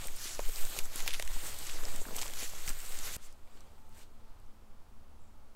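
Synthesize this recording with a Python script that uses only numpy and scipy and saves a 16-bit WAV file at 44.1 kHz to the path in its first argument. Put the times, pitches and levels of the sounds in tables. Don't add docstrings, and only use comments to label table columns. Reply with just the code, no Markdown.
import sys
import numpy as np
from scipy import signal
from scipy.fft import rfft, irfft, next_fast_len
from scipy.io import wavfile
from scipy.ndimage import uniform_filter1d

SR = 44100
rng = np.random.default_rng(int(sys.argv[2]) if len(sys.argv) > 2 else 0)


def volts_from_decibels(level):
    exponent = np.asarray(level, float) / 20
    return 10 ** exponent


def generate_wav(sig):
    pcm = np.round(np.clip(np.atleast_2d(sig).T, -1, 1) * 32767).astype(np.int16)
    wavfile.write(sys.argv[1], SR, pcm)


N = 244755
TIME = np.arange(N) / SR
CUT = 3.166


def noise():
    return rng.standard_normal(N)


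def per_shot(walk, lawn):
    return np.where(TIME < CUT, walk, lawn)


def unit(x):
    return x / np.sqrt(np.mean(x ** 2) + 1e-20)


def smooth_field(shape, bins, frames):
    field = uniform_filter1d(rng.standard_normal(shape), bins, 0)
    return unit(uniform_filter1d(field, frames, 1))


def coloured(x, spectrum):
    m = next_fast_len(N + 8192)
    hz, db = np.transpose(spectrum)
    log_hz = np.log(np.fft.rfftfreq(m, 1 / SR) + .1)
    gain = volts_from_decibels(np.interp(log_hz, np.log(hz), db, left=-120, right=-120))
    return unit(irfft(rfft(x, m) * gain, m)[:N])


def patches(x, depth_db, bins, frames):
    z = signal.stft(x, nperseg=256)[2]
    gain = volts_from_decibels(depth_db * smooth_field(z.shape, bins, frames))
    return signal.istft(z * gain, nperseg=256)[1][:N]


# (frequency [Hz], level [dB])
HUSH_SPECTRUM = [(82, -63), (140, -11), (240, -9), (487, -13), (863, -13), (1330, -15), (1590, -22),
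                 (15800, -34)]


def hush():
    return volts_from_decibels(-66.37) * coloured(patches(noise(), 0.09, bins=6, frames=30), HUSH_SPECTRUM)


# (frequency [Hz], level [dB])
PUSH_SPECTRUM = [(1.5, -0.5), (3, 9), (12, 4.5), (19, -20), (27, -28), (34, -39), (50, -46), (65, -74)]
# (time [s], level [dB])
GUSTS = [
    [(0.05, -28.5), (0.22, -40), (0.38, -31.5), (0.5, -26), (0.72, -24.5), (0.9, -30.5), (1.3, -26),
     (1.53, -37), (1.9, -24.5), (2.12, -29), (2.3, -35.5), (2.67, -30), (3.12, -32)],
    [(3.2, -37.5), (3.66, -45.5), (4.27, -44.5), (4.7, -45), (5.45, -45.5)],
]


def gusts():
    push_db = per_shot(*[np.interp(TIME, *np.transpose(shot)) for shot in GUSTS])
    flow = coloured(noise(), PUSH_SPECTRUM)
    power = uniform_filter1d(uniform_filter1d(flow ** 2, size=9000), size=9000)
    push = volts_from_decibels(push_db) * flow / np.sqrt(abs(power) + .05)
    return push * (1 - np.exp(-abs(TIME - CUT) / .06))


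# (frequency [Hz], level [dB])
TRAFFIC_SPECTRUM = [(18, -38), (26, 8.5), (42, 1), (59, -7.5), (81, -4.5), (110, -5), (129, -13),
                    (240, -54)]
# (walk level [dB], lawn level [dB])
TRAFFIC_DB = (-60.5, -63.5)


def traffic():
    passing = patches(noise(), 1.56, bins=4, frames=80)
    return volts_from_decibels(per_shot(*TRAFFIC_DB) + 3.0) * coloured(passing, TRAFFIC_SPECTRUM)


def drone(hz, wander_hz):
    drift, sway = [coloured(noise(), [(.3, 0), (8, -6)]) for _ in range(2)]
    phase = 2 * np.pi * np.cumsum(hz + wander_hz * drift) / SR
    return volts_from_decibels(1 + 3.6 * sway) * np.sin(phase)


# (pitch [Hz], wander [Hz], walk level [dB], lawn level [dB])
ENGINES = [
    (67.7, 1.8, -64, -67),
    (106.4, 4.1, -68, -79),
    (87.2, 2.8, -76, -71),
    (217.3, 1.77, -88, -72.5),
    (868, 26, -79, -77.5),
]


def engines():
    return sum(volts_from_decibels(per_shot(*levels_db)) * drone(hz, wander_hz) for hz, wander_hz, *levels_db in ENGINES)


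# (time [s], body level [dB], brighter parts over it [dB], ring [Hz])
CRACKS = [(0.0426, -48, -24, 3000), (0.0836, -44.5, -24, 1850), (0.3921, -45, -4, 2320),
          (0.396, -55, -12, 2480), (0.4522, -51, -1, 3050), (0.496, -49.5, -6, 1670),
          (0.789, -36.5, 1, 2800), (0.7925, -43.5, 2, 2430), (1.0042, -42, -3, 1800),
          (1.0777, -30.5, -4.5, 3130), (1.0792, -47, -5, 4800), (1.104, -48, -12, 2500),
          (1.1347, -48, -17, 3400), (1.0825, -42, -13, 3000), (1.093, -43, -20, 3100),
          (1.1073, -37.5, -8, 2900), (1.1163, -42, -14, 2680), (1.1318, -43, -10, 3170),
          (1.1382, -37, -2.5, 3100), (1.1434, -36, -11, 2470), (1.1492, -42, -12, 2860),
          (1.1535, -49, -1, 2800), (1.1976, -36.5, -6.5, 1850), (1.2247, -40, 0.5, 3130),
          (1.2766, -43.5, -3, 1880), (1.6928, -45, -14, 1900), (1.6966, -43.5, -6, 3640),
          (1.635, -58, -18, 1400), (2.585, -53, -12, 2000), (3.112, -57, -18, 2300),
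          (2.1478, -47, -22, 2200), (2.2148, -41, -8, 4080), (2.184, -45, -6, 3000),
          (2.2226, -46.5, -8, 1980), (2.265, -43.5, -11, 3000), (2.2305, -43, -17, 3440),
          (2.2987, -47, -16, 1920), (2.3368, -47, 2, 2900), (2.6835, -44, -6, 4200),
          (2.2793, -46, -19, 2420), (2.6789, -39.5, -12, 2060)]
# (time [s], crack level [dB], sizzle over it [dB], ring [Hz])
TICKS = [(0.0721, -47.5, 8, 7400), (0.164, -54, 6, 9000), (0.3488, -45, -23, 6100),
         (0.403, -45.5, -8, 7100), (0.7892, -47, 7, 9700), (0.839, -52, -4, 7500), (1.195, -50, -1, 9000),
         (1.2198, -61, 2, 9000), (0.4907, -48, -1, 8400), (0.5595, -42, -9, 4870), (0.62, -55, 2, 8600),
         (0.652, -39.5, -14, 8000), (0.6984, -56, 8, 8000), (0.855, -48, -7, 9000), (0.9592, -41, 2, 8800),
         (1.024, -43, -11, 6750), (1.0633, -46, 0, 4600), (1.472, -54, -8, 8500), (1.67, -42.5, -20, 7300),
         (1.712, -46, -20, 6760), (1.853, -41, -25, 5200), (1.9613, -44, -3, 8200), (1.964, -48, -7, 7000),
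         (2.1649, -42.5, 1, 7460), (1.588, -56.5, 12.5, 9000), (2.1919, -46, -8, 6700),
         (2.2161, -37, -17, 6800), (2.258, -46, -17, 7300), (2.2797, -43.5, -22, 7100),
         (2.6773, -41, -17, 7440), (2.6925, -37.5, -12, 7900), (2.699, -50, 0, 8200),
         (2.8031, -44, -14, 8200), (2.79, -53, -3, 8000), (2.605, -60, 8, 9000), (2.308, -49, -12, 5900),
         (3.012, -56, 4, 9000), (3.1645, -52.5, 4, 8950), (2.989, -42, -10, 7500), (1.2507, -49, -10, 8000)]
# (time [s], crack level [dB], sizzle over it [dB], ring [Hz])
FIDGETS = [
    (3.3268, -65, 3, 6040),
    (3.6068, -58.5, -10, 5550),
    (3.6719, -74, -1, 4500),
    (3.8659, -75, 1, 8000),
    (3.893, -75, 8, 8000),
    (4.4005, -76, 7, 8100),
    (4.4637, -74, -12, 6000),
]
# (lowest [Hz], highest [Hz])
BREAK_PARTS = [(1400, 4200), (4900, 9300), (9500, 15500)]


def snaps():
    out, t = np.zeros(N + SR), np.arange(SR // 25) / SR
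    parts = [signal.butter(2, edges, "bandpass", fs=SR) for edges in BREAK_PARTS]
    # time, levels of body, crack and sizzle, ring, fade time (3.5 of these fall by 60 dB)
    breaks = [(s, db, db + up, db + up - 4.5, hz, .0065) for s, db, up, hz in CRACKS]
    breaks += [(s, db - 11, db, db + up, hz, .006) for s, db, up, hz in TICKS + FIDGETS]
    for s, *levels_db, hz, t60 in breaks:
        spike = np.exp(-t / 0.00064)
        splinters = volts_from_decibels(-13.5 - 60 * t / (3.5 * t60))
        jolt = (spike + splinters) * rng.standard_normal(len(t))
        jolt[:2] += [1.6, -.8]
        pole = np.exp((2j * np.pi * hz - 3000) / SR)
        ring = signal.lfilter([1, 0, -1], np.poly([pole, pole.conj()]).real, jolt)
        for part, db, sign in zip(parts, levels_db, (1, -1, 1)):
            sound = signal.lfilter(*part, jolt + 0.14 * ring)
            loudest = np.sqrt(uniform_filter1d(sound ** 2, size=66).max())
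            out[round(s * SR) - 8:][:len(t)] += sign * volts_from_decibels(db + 4.5) * sound / loudest
    return out[:N]


def crackle(count, spread_db, life_s):
    when, size = rng.random((count, 2)).T
    kicks = np.bincount((when * N).astype(int), volts_from_decibels(-spread_db * np.log(1 - size)), N)
    return unit(signal.lfilter([1], [1, -np.exp(-1 / (life_s * SR))], kicks))


def litter(spectrum, breaks, grain, patchy_db):
    hiss = patches(noise(), patchy_db, bins=8, frames=10)
    grit = patches(breaks * noise(), 4, bins=10, frames=1)
    return coloured(np.sqrt(1 - grain) * unit(hiss) + np.sqrt(grain) * unit(grit), spectrum)


# (blade [dB], tip [dB], leaf [dB], stem [dB], soil [dB])
BED_DB = [
    (-60, -58, -90, -61.5, -64),
    (-91, -92, -94, -100, -76),
]


def strokes(rows, db_per_colour, offset_db, layer):
    t = np.arange(0, N / SR + .002, .001)
    s, db, half, colour = np.transpose(rows)[:, :, None]
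    away = abs(t - s) / (half * np.where(t < s, 1, 0.83))
    shape = np.exp(-away ** 1.57)
    same_shot = (t < CUT) == (s < CUT)
    swell = volts_from_decibels(db + db_per_colour * colour + offset_db) * shape * same_shot
    bed = volts_from_decibels(np.where(t < CUT, BED_DB[0][layer], BED_DB[1][layer]))
    return np.interp(TIME, t, np.sqrt(bed ** 2 + np.sum(swell ** 2, axis=0)))


# (time [s], ring [Hz])
BEND = [(0.0, 7600), (0.09, 7850), (0.34, 6500), (0.47, 7700), (0.74, 7800), (0.77, 7300), (1.21, 6840),
        (1.37, 7800), (1.56, 7800), (1.72, 7040), (2.06, 7800), (2.23, 7200), (2.33, 7900), (2.37, 6650),
        (2.72, 7800), (2.98, 7800), (3.05, 6840), (3.16, 7300)]


def bent(x, spectrum):
    home_hz = 7700
    hz, t, z = signal.stft(x, SR, nperseg=256)
    slide = np.interp(t, *np.transpose(BEND), right=home_hz) / home_hz
    f, db = np.transpose(spectrum)
    log_hz = np.log((hz[:, None] + 1) / slide)
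    gain = volts_from_decibels(np.interp(log_hz, np.log(f), db, left=-120, right=-120))
    return unit(signal.istft(z * gain, nperseg=256)[1][:N])


# (time [s], level [dB], half length [s], thin tips over blades [dB])
SWISHES = [(0.05, -48.5, 0.078, -10), (0.24, -46, 0.051, -1.5), (0.33, -45, 0.047, -8),
           (0.46, -52.5, 0.12, -3), (0.6, -47.5, 0.14, 0), (0.72, -49.5, 0.075, -1),
           (0.781, -46, 0.037, -1), (0.852, -49.5, 0.022, -2), (0.966, -57, .011, -3),
           (1.0, -44, 0.058, -2), (1.08, -53, 0.011, 11), (1.17, -60, 0.073, 3), (1.35, -48.5, 0.07, -4),
           (1.47, -44, 0.073, -4), (1.64, -50.5, 0.13, -3), (1.9, -50, 0.26, -4.5),
           (2.02, -45.5, 0.015, -16), (2.165, -47, 0.022, -2), (2.192, -44, .003, -6),
           (2.223, -46, 0.0043, -6), (2.299, -50, .002, -8), (2.23, -45, 0.069, -4),
           (2.427, -44.5, 0.092, -3), (2.6, -52, 0.14, -6), (2.691, -43.5, 0.031, -1.5),
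           (2.93, -50, 0.23, -3.5), (3.064, -43.5, 0.033, -1), (3.14, -49, 0.08, -1),
           (3.25, -56, 0.033, -6), (3.57, -71, .07, -10), (3.7, -76, 0.79, -2), (3.987, -62.5, 0.049, -2),
           (4.027, -66, .018, -3)]
# (frequency [Hz], level [dB])
BLADES = [(5000, -22), (6600, -8.5), (8100, -3.5), (9000, -8), (9800, -15), (11500, -26)]
# (frequency [Hz], level [dB])
TIPS = [(9500, -25), (10700, -10.5), (11800, -5.5), (12700, -5.5), (13800, -5), (15000, -10), (17500, -13),
        (21000, -7)]
# (frequency [Hz], level [dB])
FLAT = [(3000, 0), (20000, 0)]


def swishes(fine):
    blade = strokes(SWISHES, 0, offset_db=-2.5, layer=0)
    tip = strokes(SWISHES, 1, offset_db=-1.2, layer=1)
    sweep = blade * bent(litter(FLAT, fine, grain=0.18, patchy_db=1.1), BLADES)
    return sweep + tip * bent(litter(FLAT, fine, grain=0.18, patchy_db=1.0), TIPS)


# (time [s], level [dB], half length [s], depth [leaves on top -1, soil below 1])
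TREADS = [(0.05, -49.5, 0.058, -0.026), (0.27, -48, 0.096, -1.13), (0.47, -52, 0.52, -0.024),
          (0.58, -49.5, 0.038, -0.29), (0.68, -51, 0.21, -0.47), (0.775, -44.5, 0.049, 0.18),
          (0.852, -56, 0.02, 0.34), (0.995, -44, 0.065, -0.11), (1.081, -42.5, 0.02, -0.18),
          (1.144, -48, 0.076, -0.67), (1.21, -56, 0.034, -1.1), (1.35, -50.5, 0.11, -0.14),
          (1.47, -46.5, 0.093, -0.053), (1.6, -74, 0.075, 0.75), (1.69, -47, 0.17, -0.32),
          (1.92, -49, 0.15, 0.15), (2.09, -56.5, 0.061, 1), (2.19, -40, 0.006, -0.53),
          (2.2225, -41.5, 0.0065, -0.8), (2.703, -46.5, 0.0064, -0.079), (2.6785, -45, .003, -0.7),
          (2.225, -47.5, 0.13, -0.15), (2.425, -44, 0.072, -0.49), (2.6, -51, 0.14, -0.23),
          (2.691, -48, 0.056, -0.2), (2.93, -49.5, 0.2, -0.26), (3.066, -45, 0.052, -0.35),
          (3.14, -48.5, 0.092, -0.67), (3.25, -59.5, 0.086, -0.33), (3.57, -66.5, 0.11, 0.62),
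          (3.66, -71, 0.3, 1), (3.987, -61.5, 0.062, 0), (4.027, -62, 0.024, -0.3), (4.3, -75, 0.32, 0.98)]
# (frequency [Hz], level [dB])
LEAVES = [(2800, -5.5), (4000, -5.5), (5000, -2), (6300, -0.5), (7300, -2.5), (10000, -5.5), (13000, -15.5)]
# (frequency [Hz], level [dB])
STEMS = [(600, -17.5), (1200, -2), (2000, 0), (3300, -1.5), (4500, -2), (7000, -18)]
# (frequency [Hz], level [dB])
SOIL = [(110, -5.5), (200, 0), (300, 0), (550, 3), (900, 1), (1600, -6)]


def treads(fine, coarse, clods):
    leaf = strokes(TREADS, -7, offset_db=-5.0, layer=2)
    stem = strokes(TREADS, 0, offset_db=-2.48, layer=3)
    soil = strokes(TREADS, 9, offset_db=-7.0, layer=4)
    crush = leaf * litter(LEAVES, fine, grain=0.27, patchy_db=3.0)
    crush += stem * litter(STEMS, coarse, grain=0.14, patchy_db=2.0)
    return crush + soil * litter(SOIL, clods, grain=0.26, patchy_db=2.5)


def rustle():
    shared = crackle(count=2500, spread_db=2.2, life_s=.0012)
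    fine = shared + .5 * crackle(count=4000, spread_db=2.5, life_s=.0004)
    coarse = shared + 0.19 * crackle(count=1500, spread_db=3.5, life_s=0.0091)
    clods = 3.8 * shared + crackle(count=500, spread_db=0.5, life_s=0.00044)
    return swishes(fine) + treads(fine, coarse, clods)


# (time [s], level [dB], ring [Hz])
KNOCKS = [(0.054, -43, 516), (0.256, -44, 370), (0.393, -24, 590), (0.393, -41, 1110), (0.3954, -38, 890),
          (0.492, -39, 477), (0.748, -43, 800), (0.788, -44.5, 332), (0.956, -44, 280), (0.978, -50, 516),
          (1.003, -39, 770), (1.0627, -35, 780), (1.0888, -37, 550), (1.198, -31.5, 630), (1.225, -34, 950),
          (1.362, -46, 237), (1.4487, -51, 373), (1.8315, -41, 437), (1.8355, -48, 468), (1.836, -35, 1200),
          (1.8465, -40, 600), (1.786, -35.5, 1340), (1.7905, -39, 1350), (1.863, -39, 1400),
          (1.809, -40, 1160), (1.945, -43, 266), (1.965, -51, 450), (1.99, -44, 620), (2.0164, -39, 430),
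          (2.065, -44, 263), (2.085, -37, 1310), (2.091, -46, 410), (2.117, -45, 640), (2.123, -46, 523),
          (2.131, -45.5, 238), (2.259, -36.5, 1020), (2.053, -33.5, 1540), (2.069, -43, 690),
          (2.0876, -43, 231), (2.0155, -46, 900), (2.143, -42.5, 950), (0.727, -52, 637), (1.259, -45, 920),
          (1.299, -45, 900), (1.365, -39.5, 894), (1.435, -46, 320), (3.112, -50, 430), (2.107, -42, 950),
          (2.1265, -41, 423), (2.1832, -33, 1070), (2.215, -39, 826), (2.2294, -34.5, 965),
          (2.3332, -42, 870), (2.7005, -46, 260), (0.78, -49, 169), (3.1635, -54, 300)]


def knocks():
    out, t = np.zeros(N + SR), np.arange(SR // 15) / SR
    onset = 1 - np.exp(-t / 0.00048)
    for s, db, hz in KNOCKS:
        grit = uniform_filter1d(rng.standard_normal(len(t)), size=14)
        grit -= uniform_filter1d(grit, size=80)
        puff = 0.42 * volts_from_decibels(-60 * t / 0.047) * grit
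        ring = volts_from_decibels(-60 * t * hz / 8.04) * np.sin(2 * np.pi * hz * t)
        out[round(s * SR):][:len(t)] += volts_from_decibels(db + 4.0) * (ring + puff) * onset
    return out[:N]


# (frequency [Hz], level [dB])
SIDE_SPECTRUM = [(60, -21), (200, -21), (500, -19.5), (900, -26), (2000, -34.5), (16000, -51)]
# (time [s], half length [s], level [dB], centre [Hz], reach [Hz])
ASIDE = [
    (0.071, .006, -22, 10000, 5500),
    (0.289, 0.011, -10, 9000, 800),
    (0.559, .012, -27, 3000, 2500),
    (0.958, .008, -27, 8800, 700),
    (1.076, .006, -25, 9500, 6500),
    (1.142, .008, -25, 6500, 3500),
    (1.275, 0.01, -20, 7500, 6500),
    (3.056, 0.011, 3, 9400, 2500),
    (3.163, .008, -17, 6500, 6000),
]


def apart(x):
    hz, t, z = signal.stft(x, SR, nperseg=1024)
    field = smooth_field(z.shape, bins=4, frames=3)
    moments = uniform_filter1d(rng.standard_normal(len(t)), size=6) > -.15
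    f, db = np.transpose(SIDE_SPECTRUM)
    side_db = np.interp(np.log(hz + 1), np.log(f), db)[:, None]
    gain = volts_from_decibels(side_db + 7 * field - 5) * moments
    for s, half, db, centre, reach in ASIDE:
        gain += volts_from_decibels(db) * (abs(hz - centre) < reach)[:, None] * np.exp(-((t - s) / half) ** 2)
    scatter = np.exp(2j * np.pi * rng.random(z.shape))
    return signal.istft(z * gain * scatter, nperseg=1024)[1][:N]


# (time [s], level [dB], pitch [Hz])
THUDS = [(0.441, -26, 17), (0.54, -31, 17), (1.256, -40.5, 45), (1.332, -28, 21), (1.44, -46, 39),
         (1.72, -58, 33), (1.839, -35, 21), (1.952, -31, 12.9), (2.72, -37, 24), (3.05, -46.5, 29),
         (4.3, -45, 24)]


def thuds():
    out = np.zeros(N)
    for s, db, hz in THUDS:
        t = TIME - s
        out += volts_from_decibels(db) * np.exp(-(t * hz * 1.2) ** 2) * np.sin(2 * np.pi * hz * t)
    return out


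# (time [s], level [dB], rise [s], rebound [s])
SWELLS = [
    (2.6808, -37.5, 0.015, 0.0042),
    (3.1667, -38, 0.028, 0.00083),
    (5.55, -40.5, 0.034, 0.0006),
]


def swells():
    out = np.zeros(N)
    for s, db, rise, back in SWELLS:
        shape = np.exp(-abs(TIME - s) / np.where(TIME < s, rise, back))
        out += volts_from_decibels(db) * shape * np.tanh(4 * (s - TIME) / back)
    return out


# (time [s], length [s], level [dB])
BIRD = (5.2, 0.14, -78)


def bird():
    s, length, db = BIRD
    t = TIME - s
    voice = coloured(noise(), [(6200, -30), (7000, -6.5), (8000, -5), (8800, -18.0)])
    pulses = 1 + 0.65 * np.sin(2 * np.pi * 35 * t + 9 * np.sin(21 * t))
    return volts_from_decibels(db - 8 * abs(t) / length) * (t > 0) * (t < length) * pulses * voice


def scene():
    near = hush() + snaps() + rustle()
    air = gusts() + traffic() + engines() + swells()
    mid = near + air + knocks() + thuds() + bird()
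    side = apart(near)
    return np.array([mid + side, mid - side])


def band_limit(x):
    return signal.sosfilt(signal.butter(12, 16810, fs=SR, output="sos"), x)


def record(dry):
    hz = np.fft.rfftfreq(N, 1 / SR)
    over = np.clip((hz - 15750) / 250, 0, 1)
    mix = irfft(rfft(dry) * volts_from_decibels(-42 * over), N)
    return band_limit(mix)


dry = scene()
out = record(dry)
generate_wav(out)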